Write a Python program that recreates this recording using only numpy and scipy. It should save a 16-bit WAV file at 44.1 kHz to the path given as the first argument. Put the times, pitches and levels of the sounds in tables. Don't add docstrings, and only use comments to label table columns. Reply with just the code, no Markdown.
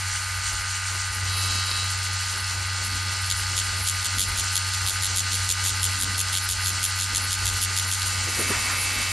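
import sys
import numpy as np
from scipy import signal
from scipy.fft import rfft, irfft, next_fast_len
from scipy.io import wavfile

SR = 44100
rng = np.random.default_rng(int(sys.argv[2]) if len(sys.argv) > 2 else 0)


def transcribe(signal):
    frames = np.atleast_2d(signal).T
    limited = np.clip(frames, -1, 1)
    pcm = np.round(limited * 32767).astype(np.int16)
    wavfile.write(sys.argv[1], SR, pcm)


N = 402183
T = np.arange(N) / SR
SPEED_HZ = 94.04
LIFT_S, LIFT_RISE_S = 1.26, 0.074
SET_DOWN_S, SET_DOWN_FALL_S = 1.79, 0.15
STIPPLE_S, STIPPLE_RISE_S = 2.65, 1.65
ASIDE_S, ASIDE_MOVE_S = 8.05, 0.5

# moment/turns, spread/turns, level/dB
CAM_KNOCKS = [(.17, .05, -9), (.46, .075, 0), (.75, .04, -12), (.87, .045, -7)]
# t/s, strikes, tick/dB, scratch/dB, drive dip/dB, hum dip/dB
DABS = [(3.3016, 3, -27.5, -33, -1.5, -.5), (3.5676, 4, -27.5, -33, -2, -1), (3.8757, 3, -28, -29, -4, -3),
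        (4.0459, 3, -31.5, -33, -1, -5), (4.1841, 6, -28, -31, -8, -4.5), (4.3756, 4, -31, -32.5, -2, -.5),
        (4.5557, 3, -27, -29.5, -1, -7), (4.7368, 2, -32, -35, -1, -2), (4.8641, 5, -30, -31.5, -4, -4.5),
        (5.0238, 5, -30.5, -32, -3, -5), (5.1618, 5, -29, -31, -6.5, -5), (5.3213, 4, -31, -34.5, -2, -1.5),
        (5.4911, 4, -27.5, -30.5, -6.5, -6), (5.6405, 7, -30.5, -31.5, -3.5, -.5),
        (5.8312, 4, -29, -30, -3.5, 0), (6.0016, 5, -30.5, -31, -4, -3.5),
        (6.1817, 4, -30.5, -30, -4.5, -2), (6.3309, 6, -29, -32, -4, -1.5),
        (6.49, 5, -31.5, -32.5, -7, -4.5), (6.6605, 5, -30, -32.5, -3.5, 0),
        (6.8301, 4, -29, -30.5, -3.5, -3), (6.9897, 6, -31.5, -34, -5.5, -2.5),
        (7.1487, 4, -28.5, -29.5, -3, -2), (7.3086, 5, -30.5, -33, -2.5, -4),
        (7.457, 5, -29.5, -32, -2.5, -.5), (7.6167, 4, -31.5, -31.5, -4.5, -3),
        (7.7653, 4, -29, -31.5, -2.5, -3), (7.9145, 4, -30, -31, -4, -4), (8.0199, 2, -33, -35, 0, -.5)]
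DRIVE_DIPS_DB, HUM_DIPS_DB = np.transpose(DABS)[-2:]
# f/Hz, level/dB
CARTRIDGE_MODES = [(3250, -2.5), (3700, -6), (4300, -4.5), (5150, -6), (6500, -3), (7020, 0)]


def undb(db):
    return 10 ** (np.asarray(db) / 20)


def unit(x):
    return x / np.sqrt(np.mean(x ** 2))


def bell(x, spread):
    return np.exp(-.5 * (x / spread) ** 2)


def ramp(start_s, length_s):
    return np.clip((T - start_s) / length_s, 0, 1)


def swells(rows):
    return sum(undb(db) * bell(T - s, spread) for s, spread, db in rows)


def walk(rate_hz):
    levels = rng.standard_normal(N // 20)
    return 1.2 * np.interp(T * rate_hz, np.arange(len(levels)), levels)


def colour(x, spectrum):
    hz, db = np.transpose(spectrum)
    size = next_fast_len(N + SR // 10)
    bins_hz = np.maximum(np.fft.rfftfreq(size, 1 / SR), 1)
    gain = undb(np.interp(np.log(bins_hz), np.log(hz), db))
    return irfft(rfft(x, size) * gain, size)[:N]


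def noise(spectrum, gate=1):
    return unit(colour(gate * rng.standard_normal(N), spectrum))


def cyclic(partials, phase, size=8192):
    wave = irfft(partials, size) * size / np.sqrt(2)
    return np.interp(phase % 1 * size, np.arange(size + 1), np.append(wave, wave[0]))


def contacts(turn, rows, scatter_db):
    out = 0
    for moment, spread, db in rows:
        since = turn - moment + 1.5
        force = undb(db + scatter_db * rng.standard_normal(N // 100))[since.astype(int)]
        out = out + force * bell(since % 1 - .5, spread)
    return out


def lifted():
    leaving = ramp(ASIDE_S, LIFT_RISE_S) * (1 - ramp(ASIDE_S, ASIDE_MOVE_S))
    return ramp(LIFT_S, LIFT_RISE_S) - ramp(SET_DOWN_S, SET_DOWN_FALL_S) + 0.33 * leaving


def part_db(base_db, lift_db, set_down_db, stipple_db, aside_db):
    return (base_db + lift_db * lifted() + set_down_db * ramp(SET_DOWN_S, SET_DOWN_FALL_S)
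            + stipple_db * ramp(STIPPLE_S, STIPPLE_RISE_S) + aside_db * ramp(ASIDE_S, ASIDE_MOVE_S))


def dab_dips_db(depths_db, lag_s, spread_s):
    centres_s = [s + (strikes - 1) / SPEED_HZ + lag_s for s, strikes, *_ in DABS]
    return sum(db * bell(T - s, spread_s) for s, db in zip(centres_s, depths_db))


def room_air(level_db=-50):
    air = [(30, -14), (110, 13), (155, 6), (200, -0.5), (250, 0), (380, -0.5), (700, -2), (1200, 4.5),
           (4000, -55)]
    return noise(air) * undb(level_db + 6 * np.clip(walk(17), -2, 1))


def wipe(grain_db=0.5):
    tissue_spectrum = [(130, -16), (250, -17), (600, -1), (1000, 5), (1450, 11), (2200, 9), (3200, -16),
                       (7000, -16), (12000, -22)]
    bump_spectrum = [(90, -20), (200, 1), (340, 2), (520, -4), (800, -18), (2000, -45)]  # f/Hz, level/dB
    strokes = [(8.4, 0.085, -36), (8.545, 0.036, -30.5), (8.71, 0.044, -31), (8.95, 0.098, -40)]  # t/s, spread/s, level/dB
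    bumps = [(8.285, 0.011, -38), (8.4, 0.014, -32), (8.44, 0.05, -41.5), (8.511, 0.009, -29)]  # t/s, spread/s, level/dB
    tissue = noise(tissue_spectrum, undb(grain_db * walk(400))) * swells(strokes)
    return unit(np.tanh(noise(bump_spectrum))) * swells(bumps) + tissue


def hand(rumble_db=-44, rub_db=-57, press_db=-54):
    rumble_spectrum = [(20, -24), (33, -15), (45, -6), (56, 0.5), (75, -2.5), (110, -9.5), (160, -35.5)]  # f/Hz, level/dB
    thud_spectrum = [(25, -26), (40, 3), (53, 6), (66, 2), (90, -7), (160, -30.5)]  # f/Hz, level/dB
    rub_spectrum = [(110, -14.5), (190, 1.5), (250, -0.5), (320, -2.5), (400, -37), (470, -2), (700, -57),
                    (1500, -25.5)]
    shifts = [(1.19, 0.031, -49, -50), (1.5, 0.047, -42, -51), (2.94, 0.07, -41, -46.5),
              (4.19, 0.032, -44, -43.5), (4.32, 0.073, -33, -52), (5.33, 0.036, -41, -51),
              (5.62, 0.11, -47, -55), (6.07, 0.083, -40, -44.5), (7.13, 0.032, -36, -46),
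              (7.502, 0.096, -35.5, -68), (8.65, 0.42, -46, -48), (8.99, 0.021, -36.5, -45)]
    steadying_db = 0.61 * dab_dips_db(DRIVE_DIPS_DB, lag_s=0.0064, spread_s=0.016)
    holding = undb(rumble_db + 4 * np.tanh(walk(7.6)) + steadying_db)
    thuds = noise(thud_spectrum) * swells([(s, spread, db) for s, spread, db, _ in shifts])
    working = ramp(STIPPLE_S, STIPPLE_RISE_S) * undb(rub_db + 5 * np.tanh(walk(6.5)))
    presses = swells([(s + 0.02, 0.015, press_db) for s, *_ in DABS])
    shifting = swells([(s, spread, db) for s, spread, _, db in shifts])
    rubbing = np.sqrt(working ** 2 + presses ** 2 + shifting ** 2)
    return noise(rumble_spectrum) * holding + thuds + noise(rub_spectrum) * rubbing


def motor_whine(hz=8980, waver_hz=18, level_db=-49):
    phase = np.cumsum(hz + waver_hz * walk(60)) / SR
    return np.sqrt(2) * np.sin(2 * np.pi * phase) * undb(level_db + 2 * walk(40))


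def bearing(turn, level_db=-44, low_hz=880, high_hz=1520, spread_hz=115, period_turns=7):
    order = np.arange(period_turns * 20) / period_turns
    hz = order * SPEED_HZ
    body = undb(-7) * bell(hz - low_hz, spread_hz) + bell(hz - high_hz, spread_hz)
    partials = body * (order % 1 > 0) * np.exp(2j * np.pi * rng.random(len(hz)))
    slip_turns = 0.01 * walk(12)
    return undb(level_db) * unit(cyclic(partials, (turn + slip_turns) / period_turns))


def loose_ring(turn, level_db=-38):
    ring_spectrum = [(2300, -12), (2650, -7), (3000, -10), (3500, -20), (3900, 2), (4300, -3), (4800, -1),
                     (5100, -1), (5400, -27)]
    gate = 0.25 + contacts(turn, [(0.26, 0.084, 0)], scatter_db=5)
    return noise(ring_spectrum, gate) * undb(level_db) * lifted()


def cam_hum(turn, second_db=-29, wobble_db=1.3):
    vibration = [(0, -34.5), (.5, -37), (1.45, -31), (2.3, -33), (4, -33), (5.8, -32), (6.75, -34.5),
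                 (7.45, -32.5), (8.2, -33), (8.6, -35.5), (9.12, -37)]
    wave = np.sin(2 * np.pi * turn) + undb(second_db) * np.sin(4 * np.pi * turn)
    level_db = np.interp(T, *np.transpose(vibration))
    dips_db = dab_dips_db(HUM_DIPS_DB, lag_s=-0.0096, spread_s=0.018)
    return np.sqrt(2) * wave * undb(level_db + dips_db + wobble_db * walk(14))


def drive_tones(turn, aside, bar_order=27, waver_turns=0.0017):
    harmonics = [(7, -63, -63, -63), (9, -55, -54, -52), (10, -58, -64, -64), (11, -54, -51, -56),
                 (12, -54, -50, -51), (13, -42, -40, -43), (14, -49, -45, -54), (15, -45, -45, -48),
                 (16, -42, -44, -49), (17, -49, -50, -63), (20, -52, -47, -43), (21, -44, -47, -43),
                 (22, -54, -55, -44), (23, -51, -54, -43), (24, -55, -49, -40), (25, -54, -53, -52),
                 (28, -50, -42, -38), (29, -51, -56, -48), (31, -50, -45, -51), (32, -59, -48, -53),
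                 (33, -62, -58, -47), (34, -55, -46, -52), (35, -54, -50, -61), (36, -51, -52, -58),
                 (37, -54, -53, -59), (40, -58, -64, -48), (41, -49, -41, -47), (42, -49, -43, -64),
                 (43, -49, -43, -47), (45, -45, -42, -50), (46, -54, -50, -51), (47, -43, -42, -53),
                 (49, -46, -42, -44), (50, -51, -49, -44), (51, -52, -48, -46), (53, -46, -44, -51),
                 (54, -51, -44, -50), (55, -48, -46, -43)]
    order, skin_db, lifted_db, aside_db = np.transpose(harmonics)
    order = np.rint(order).astype(int)
    blows = sum(undb(db) * np.exp(-2j * np.pi * order * moment) for moment, _, db in CAM_KNOCKS)
    scatter_rad = .8 * order / bar_order * rng.standard_normal(len(order))

    def comb(levels_db, phase=turn):
        partials = np.zeros(order.max() + 1, complex)
        partials[order] = undb(levels_db) * np.exp(1j * (np.angle(blows) + scatter_rad))
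        return cyclic(partials, phase)

    settled = ramp(LIFT_S, LIFT_RISE_S)
    tones = (1 - settled) * comb(skin_db - 3 * (order >= bar_order)) + settled * comb(skin_db)
    tones = (1 - lifted()) * tones + lifted() * comb(lifted_db + 0.1)
    tones = (1 - aside) * tones + aside * comb(aside_db, turn + waver_turns * walk(35))
    return tones * undb(.45 * walk(40))


def drive_rattle(turn, aside):
    housing_spectrum = [(600, -42), (760, -23), (850, 0), (1080, -14), (1300, 3), (1520, 6), (1850, 3.5),
                        (2120, 7), (2450, 2), (2850, 1), (3400, -21), (4500, -38)]
    aside_spectrum = [(700, -4), (1200, 2), (1800, -14), (2200, 8), (2450, 7.5), (2750, 0), (3300, 1.5),
                      (4100, -1), (5200, -7), (6500, -7.5)]
    gate = 1 + contacts(turn, CAM_KNOCKS, scatter_db=2)
    level_db = part_db(-37, lift_db=-1, set_down_db=-0.96, stipple_db=0.9, aside_db=-4.5)
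    rattle = noise(housing_spectrum, gate) * undb(level_db)
    return rattle + undb(-32.5) * aside * noise(aside_spectrum, gate)


def drive_load_db():
    pressed_db = dab_dips_db(DRIVE_DIPS_DB, lag_s=-.009, spread_s=.023)
    released_db = -.25 * dab_dips_db(DRIVE_DIPS_DB, lag_s=.067, spread_s=.022)
    return pressed_db + released_db


def needle_bar(turn):
    slaps = [(.03, 0.028, -17), (.16, 0.071, -2.5), (.38, 0.024, -31), (.55, 0.023, -6), (.86, 0.1, -5.5)]  # moment/turns, spread/turns, level/dB
    chatter_spectrum = [(2200, -14), (2650, 2), (2950, -6), (3400, -3), (3900, -7), (4170, -7), (4430, 6),
                        (4780, -8), (5120, 6), (5380, -1.5), (7000, -22)]
    hiss_spectrum = [(1500, -71), (2900, 12.5), (3350, 3.5), (4100, 6.5), (4450, 11), (5350, 4.5),
                     (5750, 12.5), (6030, 8), (6350, 11.5), (7200, 11), (8000, 8), (9100, 10), (10000, -69),
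                     (12500, -50)]
    sizzle_spectrum = [(6500, -19), (8700, -10), (9400, 28), (10000, 19.5), (11200, 25.5), (11700, 15.5),
                       (12500, 17)]
    chatter_db = part_db(-40.5, lift_db=2.5, set_down_db=3, stipple_db=1.5, aside_db=-3)
    hiss_db = part_db(-33.5, lift_db=0.5, set_down_db=-0.3, stipple_db=1, aside_db=1)
    sizzle_db = part_db(-40, lift_db=4, set_down_db=0, stipple_db=3.5, aside_db=2)
    gate = 0.19 + contacts(turn, slaps, scatter_db=3)
    chatter = noise(chatter_spectrum, gate) * undb(chatter_db)
    repeating = unit(cyclic(np.exp(2j * np.pi * rng.random(130)), turn))
    sliding = (0.2 * repeating + rng.standard_normal(N)) * (1 + 0.58 * gate)
    hiss = unit(colour(sliding, hiss_spectrum)) * undb(hiss_db + 1.5 * walk(30))
    flare = swells([(1.39, 0.053, -36)])
    flicker = unit(undb(3 * walk(45) + 3 * ramp(STIPPLE_S, STIPPLE_RISE_S) * walk(25)))
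    grain = undb(2 * walk(700))
    sizzle = noise(sizzle_spectrum, grain) * (undb(sizzle_db) + flare) * flicker
    return chatter + hiss + sizzle


def tick(t, grip, attack_s=.0003, decay_s=.00062, ring_s=.003, detune=.024, late_cycles=1.8):
    chance = rng.standard_normal((len(CARTRIDGE_MODES), 2))
    out = 0
    for k, ((hz, db), held, (force, pitch)) in enumerate(zip(CARTRIDGE_MODES, grip, chance)):
        age_s = np.maximum(t + 1.3 * attack_s - late_cycles / hz, 0)
        attack = 1 - np.exp(-age_s / attack_s)
        decay = np.exp(-age_s / decay_s) + .11 * np.exp(-age_s / ring_s)
        mode = (-1) ** k * np.sin(2 * np.pi * hz * (1 + detune * pitch) * age_s)
        out = out + undb(db + 1.7 * (held + force)) * attack * decay * mode
    return out


def drag(t, grip):
    sharp = np.exp(-np.abs(t) / np.where(t > 0, .001, .0003))
    return sharp + .42 * undb(2 * grip[0]) * np.exp(-np.abs(t) / .007)


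def pricks(shape, levels_db, arch_db, fade_db, scatter_db):
    out = np.zeros(N)
    t = np.arange(-SR // 60, SR // 60) / SR
    for (s, strikes, *_), db in zip(DABS, levels_db):
        along = np.linspace(-1, 1, int(strikes))
        grip = rng.standard_normal(len(CARTRIDGE_MODES))
        chance = rng.standard_normal(10)[:len(along)]
        force_db = -arch_db * along ** 2 - fade_db * along + scatter_db * chance
        for k, size in enumerate(unit(undb(force_db)) * undb(db)):
            prick = shape(t, grip)
            turn_rms = np.sqrt(np.sum(prick ** 2) * SPEED_HZ / SR)
            start = int((s + t[0] + k / SPEED_HZ) * SR)
            out[start:start + len(t)] += size * prick / turn_rms
    return out


def needle_dabs(low_cut_hz=2400):
    skin_breaks = [(3.876, -21), (4.556, -20), (5.0241, -22), (5.1727, -21), (5.4914, -19), (5.8315, -19),
                   (5.8421, -17), (6.182, -21), (6.2139, -20), (6.4903, -20), (6.8304, -20), (7.149, -22),
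                   (7.4679, -21), (7.7656, -21)]
    snap_spectrum = [(3000, -12), (7500, -1), (10500, 2), (12400, -10)]  # f/Hz, level/dB
    scratch_spectrum = [(5000, -6), (6800, 3), (8200, 12), (9200, 12), (10300, 16), (11500, 13),
                        (13000, -3)]
    _, _, ticks_db, scratches_db, _, _ = np.transpose(DABS)
    ticks = pricks(tick, ticks_db + .4, arch_db=2.5, fade_db=.3, scatter_db=1)
    dragging = pricks(drag, scratches_db - .5, arch_db=2, fade_db=1, scatter_db=2)
    scratches = dragging * unit(np.tanh(noise(scratch_spectrum)))
    snaps = swells([(s, .0004, db) for s, db in skin_breaks]) * unit(np.tanh(noise(snap_spectrum)))
    high_pass = signal.butter(4, low_cut_hz, "high", fs=SR, output="sos")
    return signal.sosfilt(high_pass, ticks + scratches + snaps)


def stereo_width(x, delay_s=.0133):
    side_spectrum = [(55, -41), (95, -58.5), (190, -22.5), (300, -7.5), (700, -6.5), (1200, -11),
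                     (1600, -41), (2200, -76), (3200, -60), (5400, -68), (6100, -31), (6800, 0),
                     (7800, -6.5), (10000, -9.5)]
    delayed = np.pad(x, (int(delay_s * SR), 0))[:N]
    side = colour(delayed, side_spectrum)
    return np.array([x + side, x - side])


def scene(jitter_turns=.0009, hunting_turns=.002):
    turn = SPEED_HZ * T + jitter_turns * walk(70) + hunting_turns * walk(6)
    aside = ramp(ASIDE_S, ASIDE_MOVE_S)
    drive = (drive_tones(turn, aside) + bearing(turn) + drive_rattle(turn, aside)) * undb(drive_load_db())
    bar = needle_bar(turn) * undb(0.24 * dab_dips_db(DRIVE_DIPS_DB, lag_s=0.04, spread_s=0.024))
    machine = cam_hum(turn) + drive + bar + loose_ring(turn) + needle_dabs() + motor_whine()
    return stereo_width(machine + hand() + wipe() + room_air())


def record(dry, top_hz=12050):
    return signal.sosfilt(signal.ellip(8, .2, 80, top_hz, fs=SR, output="sos"), dry)


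dry = scene()
out = record(dry)
transcribe(out)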